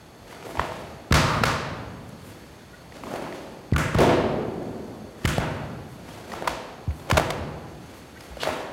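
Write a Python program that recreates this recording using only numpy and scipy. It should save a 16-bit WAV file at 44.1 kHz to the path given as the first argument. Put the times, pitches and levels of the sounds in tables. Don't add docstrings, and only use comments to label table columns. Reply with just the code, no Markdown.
import sys
import numpy as np
from scipy import signal
from scipy.fft import rfft, irfft, next_fast_len
from scipy.io import wavfile
from scipy.ndimage import uniform_filter1d

SR = 44100
rng = np.random.default_rng(int(sys.argv[2]) if len(sys.argv) > 2 else 0)


def persist_wave(psi):
    counts = np.round(np.clip(psi, -1, 1) * 32767).astype(np.int16)
    wavfile.write(sys.argv[1], SR, np.atleast_2d(counts).T)


N = 384552

# [f/Hz, level/dB]
FIBRE_FIZZ = [(1000, 14), (2500, 8), (4500, 2.5), (9000, -5), (16000, -12.5)]


def gain_of(db):
    return 10 ** (np.asarray(db) / 20)


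def evened(x):
    return x / np.sqrt(np.mean(x ** 2) + 1e-20)


def read(points, hz):
    f, value = np.transpose(points)
    return np.interp(np.log(hz + 1), np.log(f + 1), value)


def add(mix, start_s, sound):
    part = mix[round(start_s * SR):][:len(sound)]
    part += sound[:len(part)]


def coloured(x, points):
    fft_size = next_fast_len(len(x))
    gain = gain_of(read(points, np.fft.rfftfreq(fft_size, 1 / SR)))
    return irfft(rfft(x, fft_size) * gain, fft_size)[:len(x)]


def resonate(x, hz, width_hz):
    return signal.lfilter(*signal.iirpeak(min(hz, SR / 3), hz / width_hz, SR), x)


def crack(noise, peak_db, body_hz, treble_db, length_ms, fizz=FIBRE_FIZZ):
    t = np.arange(len(noise)) / SR
    swell = (t * 1000 / max(length_ms, 0.3)) ** 2 * np.exp(-4000 * t / max(length_ms, 0.3))
    pocket = swell * (noise + 1.06 * np.cos(2 * np.pi * body_hz * t))
    click = signal.unit_impulse(len(noise), 100)

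    def voiced(body, fibres):
        ring = resonate(resonate(body, body_hz, 2.02 * body_hz), body_hz, 2.8 * body_hz)
        return evened(ring) + gain_of(treble_db) * evened(coloured(fibres, fizz))

    near, far = voiced(pocket, swell * noise), voiced(click, click)
    scale = gain_of(peak_db) / abs(near).max()
    return scale * near, scale * far


def slaps():
    # [t/s, peak/dB, extra treble/(dB/octave), length/ms, hall share/dB]
    sleeve_slaps = [
        (0.5946, -3, -4.5, 2.63, -3),
        (6.4725, -7.5, 1, 9.4, -3.5),
        (7.1112, -3.5, 0, 5, -4),
    ]
    skin_slaps = [
        (1.1225, -3, 1, 5.6, 8.1),
        (1.4344, -1, 0.3, 7.5, 2.5),
    ]
    skid_slaps = [
        (3.7612, -10, -1, 5.5, 5.7),
        (5.256, -11.5, 0.5, 3.2, 5.6),
    ]
    # [f/Hz, density/(dB/Hz)]
    sleeve_colour = [(180, -30), (350, -12), (750, -0.5), (1300, -6.5), (2100, -13), (4650, -21.5),
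                     (15500, -39)]
    skin_colour = [(180, -49), (450, -3.5), (800, -4.5), (1180, -1), (2100, -8), (3200, -15), (4600, -16),
                   (15500, -36.5)]
    skid_colour = [(260, -34), (520, -1), (750, -9), (1400, 1), (2800, -12.5), (4000, -21), (7500, -18),
                   (15500, -29)]
    # events, (body Hz, broad noise over body tone dB), colour
    kinds = [(sleeve_slaps, (1029, 6.2), sleeve_colour),
             (skin_slaps, (1350, 5.5), skin_colour),
             (skid_slaps, (1435, 1.2), skid_colour)]
    near, far = np.zeros((2, N))
    click = signal.unit_impulse(2048, 100)

    def tilted(colour, db_per_octave):
        return [(f, db + db_per_octave * np.log2(max(f / 1000, 1))) for f, db in colour]

    for events, (body_hz, noise_db), colour in kinds:
        for start_s, peak_db, tilt_db, length_ms, hall_db in events:
            noise = rng.standard_normal(2048)
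            brighter = tilted(colour, tilt_db + 0.86)
            direct, spread = crack(noise, peak_db, body_hz, noise_db, length_ms, brighter)
            add(near, start_s, direct)
            hall_sound = evened(coloured(click, tilted(colour, tilt_db)))
            add(far, start_s, gain_of(hall_db) * spread.std() * hall_sound)
    return near, far


def fold_cracks():
    # [t/s, peak/dB, body f/Hz, hall share/dB]
    loose_folds = [(0.326, -31, 990, 5), (0.57, -19.5, 900, 6.5), (0.614, -19, 1000, -23),
                   (2.921, -35.5, 1930, 4), (3.22, -22.5, 578, 7), (4.072, -25.5, 670, 21.5),
                   (6.317, -26, 1910, -4), (8.369, -25, 570, -7), (8.472, -11.5, 614, -0.5),
                   (8.488, -15, 620, -3), (8.603, -21.5, 735, -16)]
    firm_folds = [(0.426, -29, 1310, -8), (0.467, -27, 800, -4), (0.553, -24, 870, 8.5),
                  (0.72, -21, 1080, 1), (3.036, -21, 1030, -19), (3.069, -26, 970, 2), (3.113, -27, 960, 1),
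                  (3.138, -16.5, 626, 3), (3.325, -26, 1900, 1), (3.953, -16, 583, 3),
                  (4.926, -51, 646, -1), (5.381, -7.5, 650, 3), (6.337, -18, 1090, -7),
                  (6.423, -18, 680, 4), (7.197, -6.5, 696, -21), (8.432, -13.5, 670, 9.5)]
    taut_folds = [(6.331, -24.5, 700, 9.5), (3.156, -21, 716, -28), (3.944, -14.5, 1260, 2),
                  (3.984, -10, 586, 12.5), (4.624, -36.5, 751, 5.5), (5.242, -25, 1850, 1),
                  (6.051, -41, 617, 11), (6.995, -31, 605, -6), (6.905, -34, 2210, -10),
                  (7.071, -30.5, 590, 16.5), (7.098, -10, 564, 0.), (7.169, -4.5, 692, -1),
                  (7.175, -2, 626, -13), (7.302, -11.5, 716, -5), (8.205, -32, 5080, -1)]
    # events, treble dB, length ms
    kinds = [(loose_folds, -11, 5), (firm_folds, -7.5, 2.02), (taut_folds, 0.5, 7.3)]
    near, far = np.zeros((2, N))
    for events, treble_db, length_ms in kinds:
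        for start_s, peak_db, body_hz, hall_db in events:
            direct, spread = crack(rng.standard_normal(2048), peak_db, body_hz, treble_db, length_ms)
            add(near, start_s, direct)
            add(far, start_s, gain_of(hall_db) * spread)
    return near, far


def thump(peak_db, hz, t60_s, sharp):
    t = np.arange(-400, SR // 2) / SR
    late = np.maximum(t, 0)
    glide = hz * (late + 0.0074 * (1 - np.exp(-late / 0.0059)))
    turns = np.where(t > 0, glide, 2.6 * hz * t)
    decay = (1 + late / 0.0061) * gain_of(-90 * late / t60_s)
    envelope = np.where(t > 0, decay, np.exp(-(t / 0.0017) ** 2))
    swing = 0.95 * envelope * np.cos(2 * np.pi * turns)
    dip = np.exp(-np.sqrt(t ** 2 + 0.00015 ** 2) / 0.0009)
    sharp = np.clip(sharp, 0, 1)
    return -gain_of(peak_db) * ((1 - sharp) * swing + sharp * dip)


def heel_thumps():
    # [t/s, peak/dB, board f/Hz, ring t60/s, hall share/dB]
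    heels = [(0.577, -23.5, 65.6, 0.14, 3.5), (1.1136, 0, 72, 0.065, -1), (1.4171, -8.5, 92, 0.073, -5),
             (3.725, -0.5, 71.5, 0.067, -4.5), (3.951, -5.5, 90, 0.07, 0.5),
             (5.2503, -2.5, 69.6, 0.066, -6), (5.382, -8, 89, 0.062, -6), (6.491, -36.5, 56, 0.2, -3),
             (6.879, -14.5, 69, .125, -9), (7.126, -4, 72, 0.076, -5.5), (7.398, -26.5, 75.4, .13, -4),
             (8.3, -38, 60.7, .25, 3.5), (8.485, -31, 70, .11, -18)]
    # [f/Hz, level/dB]
    boom_colour = [(25, -7), (60, -1), (110, 4.5), (170, -1.5), (260, -2.5), (600, -20), (1500, -13),
                   (4000, -75)]
    # [f/Hz, width/Hz, level/dB]
    slab_modes = [(72, 6.5, 11), (100, 17, 5), (133.3, 3.9, 1), (150.8, 1.96, 17.5), (170.6, 0.82, -2.5)]
    stiff_s, soft_share = 0.052, 0.16
    lead_s = 400 / SR
    near, slab = np.zeros((2, N))
    boom = evened(coloured(signal.unit_impulse(4096, 400), boom_colour))
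    for hit_s, peak_db, board_hz, t60_s, hall_db in heels:
        add(near, hit_s - lead_s, thump(peak_db, board_hz, t60_s, stiff_s / t60_s - soft_share))
        add(slab, hit_s - lead_s, gain_of(peak_db + hall_db - 18.5) * boom)
    for mode_hz, width_hz, mode_db in slab_modes:
        near += gain_of(mode_db) * resonate(slab, mode_hz, width_hz)
    return near, slab


def rustle():
    # [fastest t/s, level/dB, 20 dB rise/s, 20 dB fall/s, treble/dB]
    moves = [(0.1, -56, 5, -2.5, -12), (0.324, -49.5, 0.14, 0.1, 7.5), (0.502, -37.5, 0.18, .05, -0.5),
             (0.595, -40, 0.2, -0.34, 0.5), (0.74, -47.5, 0.47, -0.37, 4), (1.84, -56, -3, 0, -26),
             (2.092, -62.5, .03, 0.5, 7), (2.292, -53.5, 0.5, 0.44, 5.5), (2.746, -58, 2, -3, 3.5),
             (2.968, -41.5, 0.02, -0.04, 2), (3.045, -40, .03, -0.25, -1), (3.156, -37, 0.29, 0.36, -3.5),
             (3.356, -48, .2, -0.26, 3.5), (4.6, -44, .06, -0.15, -8), (4.91, -46.5, 2, 0.4, -6),
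             (5.236, -48.5, 0.16, 0.85, 5), (6.116, -46.5, 0.24, 0.47, 5), (6.33, -37, 0.08, -0.03, 0.5),
             (6.48, -40.5, -0.4, 0.14, -4), (7.087, -43.5, 0.25, -0.2, -1), (7.93, -53, 0.6, .4, 6.5),
             (8.24, -52.5, 0.3, 0.5, 7), (8.326, -45.5, .04, 0, 1.5), (8.443, -37.5, 0.07, 0.2, 7.5)]
    # [f/Hz, density/(dB/Hz)]
    cloth_colour = [(71, -25), (120, -3.5), (327, -1), (592, -2), (988, -9), (4200, -23), (11300, -30),
                    (16000, -38)]
    t = np.arange(N) / SR
    coarse_t = np.arange(0, N + 64, 32) / SR
    peak_s, level_db, rise_s, fall_s, treble_db = np.transpose(moves)[:, :, None]
    away = np.maximum((peak_s - coarse_t) / abs(rise_s), (coarse_t - peak_s) / abs(fall_s))
    swells = gain_of(level_db + 3 - 20 * away)
    dull = np.interp(t, coarse_t, np.linalg.norm(swells, axis=0))
    bright = np.interp(t, coarse_t, np.linalg.norm(swells * gain_of(treble_db), axis=0))

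    hiss, clumps, chance, strength = rng.standard_normal((4, N))
    clumps = gain_of(2.1 * evened(uniform_filter1d(uniform_filter1d(clumps, 300), 300)))
    ticks = 3.0 * strength * (chance > 2.6)
    fibres = evened(coloured(evened(hiss * clumps) + ticks, cloth_colour))
    pops = strength * (chance < -2.8)
    for width_hz in (500, 500, 700):
        pops = resonate(pops, 750, width_hz)
    low = signal.sosfilt(signal.butter(2, 1800, fs=SR, output="sos"), fibres)
    return dull * (low + gain_of(-10.5) * evened(pops)) + bright * (fibres - low)


def flap():
    # [f/Hz, density/(dB/Hz)]
    flap_colour = [(88, -66), (150, -16.5), (190, 3.5), (649, 5.5), (1560, -19.5), (3100, -17),
                   (11300, -48), (16000, -64)]
    start_s, length_s, peak_db = 3.989, 0.16, -14.5
    rise_db_per_s, fall_db_per_s = 2500, 106
    rush, lumps = rng.standard_normal((2, N))
    late_s = np.arange(N) / SR - start_s
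    level_db = peak_db - np.maximum(-rise_db_per_s * late_s, fall_db_per_s * late_s)
    lumps_db = 1.5 * evened(uniform_filter1d(lumps, 200))
    return (late_s < length_s) * gain_of(level_db + lumps_db) * evened(coloured(rush, flap_colour))


def swish():
    # [t/s, level/dB, half length/s]
    swings = [
        (0.32, -62, .01),
        (0.5, -53, 0.037),
        (2.083, -55.5, .002),
        (2.092, -50, .003),
        (2.28, -55, 0.049),
        (2.4, -64, .08),
        (5.926, -60, 0.052),
        (6.99, -57, 0.076),
        (7.98, -58, .04),
        (8.248, -60, 0.073),
    ]
    # [f/Hz, density/(dB/Hz)]
    swish_colour = [(3000, -30), (6000, -3), (9000, 0), (14000, -2), (17000, -15)]
    t, speed = np.arange(N) / SR, np.zeros(N)
    for peak_s, level_db, half_s in swings:
        speed += gain_of(level_db) * np.exp(-((t - peak_s) / half_s) ** 2)
    return speed * evened(coloured(rng.standard_normal(N), swish_colour))


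def touches():
    # [t/s, peak/dB, body f/Hz, treble/dB, length/ms]
    contacts = [(1.106, -21, 1306, -4.5, 10), (1.385, -36, 2500, -2, 2.0), (3.7165, -31, 2460, 5, 2.2),
                (3.733, -24.5, 1960, -10, 6.5), (5.2518, -8, 3020, 8, 3.2), (5.277, -24, 3160, -16, 7.8),
                (5.288, -21, 3010, -21, 4.8), (5.297, -28, 6760, -10, 3.0), (8.394, -25.5, 2900, -4., 39),
                (8.406, -32, 4400, -18, 50), (8.433, -13.5, 1620, -1, 2.5)]
    near = np.zeros(N)
    for start_s, *shape in contacts:
        add(near, start_s, crack(rng.standard_normal(2048), *shape)[0])
    return near


def slides():
    # [start t/s, length/s, level/dB, body f/Hz]
    drags = [
        (1.201, 0.22, -27, 1120),
        (1.46, 0.11, -28, 1150),
        (3.793, .14, -36, 1800),
        (5.274, 0.12, -37.5, 2920),
        (8.397, 0.07, -35.5, 3570),
    ]
    slips_per_s, hiss_db = 650, -9
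    out = np.zeros(N)
    for start_s, length_s, level_db, body_hz in drags:
        strength, chance = rng.random((2, SR // 2))
        progress = np.clip(np.arange(SR // 2) / SR / length_s, 0, 1)
        stroke = np.sin(np.pi * progress) ** 0.5
        slips = (strength - 0.5) * (0.12 + (chance < slips_per_s / SR))
        body = evened(resonate(resonate(slips, body_hz, 0.53 * body_hz), body_hz, 0.8 * body_hz))
        hiss = gain_of(hiss_db) * evened(coloured(slips, FIBRE_FIZZ))
        add(out, start_s, gain_of(level_db) * stroke * (body + hiss))
    return out


def squeaks():
    # [t/s, level/dB, pitch f/Hz, length/ms]
    chirps = [
        (2.722, -44, 1410, 42),
        (2.73, -46, 1870, 27),
        (6.1, -45, 3180, 22),
        (8.155, -42, 1510, 24),
        (8.155, -50, 2170, 35),
        (8.17, -41, 1914, 14),
    ]
    out = np.zeros(N)
    for start_s, level_db, pitch_hz, length_ms in chirps:
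        t = np.arange(round(length_ms * SR / 1000)) / SR
        tone = np.sin(2 * np.pi * pitch_hz * t * (1 + 0.7 * t))
        add(out, start_s, gain_of(level_db) * np.hanning(len(t)) * tone)
    return out


def hall():
    # [f/Hz, t60/s]
    decay = [(50, 1.3), (140, 3.56), (400, 2.18), (1100, 1.36), (2900, 1.194), (6500, 0.79), (11000, 0.53),
             (15000, 0.35)]
    # [delay/ms, level over tail/dB]
    echo_list = [
        (19, 18.5),
        (23, -3),
        (33, -11),
        (43, -15),
        (51, -21),
        (64, -34),
    ]
    length = 3 * SR
    hz, t, bins = signal.stft(rng.standard_normal(length), SR, nperseg=512)
    fade = gain_of(-60 * t / read(decay, hz)[:, None])
    tail = signal.istft(bins * fade, SR, nperseg=512)[1][:length]
    t_ms = np.arange(length) / SR * 1000
    echoes = sum(gain_of(db) * np.exp(-((t_ms - delay_ms) / 2.6) ** 2) for delay_ms, db in echo_list)
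    dense = np.clip((t_ms - 17) / 12, 0, 1) * (1 + 0.43 * np.exp(-t_ms / 90))
    tail *= 0.23 * echoes + dense
    return tail * gain_of(-41) / tail[4000:6000].std()


def air():
    # [f/Hz, density/(dB/Hz)]
    air_colour = [(15, -58), (25, -11), (70, 1.5), (180, -4), (600, -13.5), (1550, -17), (11600, -34),
                  (16000, -40.5)]
    # [f/Hz, width/Hz, level/dB]
    whine_bands = [
        (3470, 160, -69),
        (4420, 380, -64),
        (6450, 140, -69.5),
        (7600, 540, -81),
        (11360, 780, -73),
    ]
    wide, narrow = rng.standard_normal((2, N))
    out = gain_of(-47) * evened(coloured(wide, air_colour))
    for hz, width_hz, level_db in whine_bands:
        out += gain_of(level_db) * evened(resonate(resonate(narrow, hz, width_hz), hz, width_hz))
    return out


def scene():
    # [f/Hz, level/dB]
    wall_colour = [(50, -5), (150, -5.5), (500, -6), (1500, -8.5), (5000, -4), (15000, -4)]
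    near, far = np.sum([slaps(), fold_cracks(), heel_thumps()], axis=0)
    cloth, rush, drag, chirps = rustle(), flap(), slides(), squeaks()
    near += touches() + chirps + cloth + rush + drag
    far += gain_of(-6) * chirps + cloth + gain_of(1.5) * rush + gain_of(-4) * drag
    reverb = signal.fftconvolve(coloured(far, wall_colour), hall())[:N]
    return (near + reverb + swish() + air())[None]


def low_pass(x):
    return signal.sosfilt(signal.butter(12, 16840, fs=SR, output="sos"), x)


def record(dry):
    thinned = signal.lfilter(*signal.butter(3, 44, "high", fs=SR), dry)
    limited = 0.82 * np.tanh(thinned / 0.97)
    band_edge = signal.firwin(255, 15900, fs=SR)
    return low_pass(signal.oaconvolve(limited, band_edge[None], "same"))


dry = scene()
out = record(dry)
persist_wave(out)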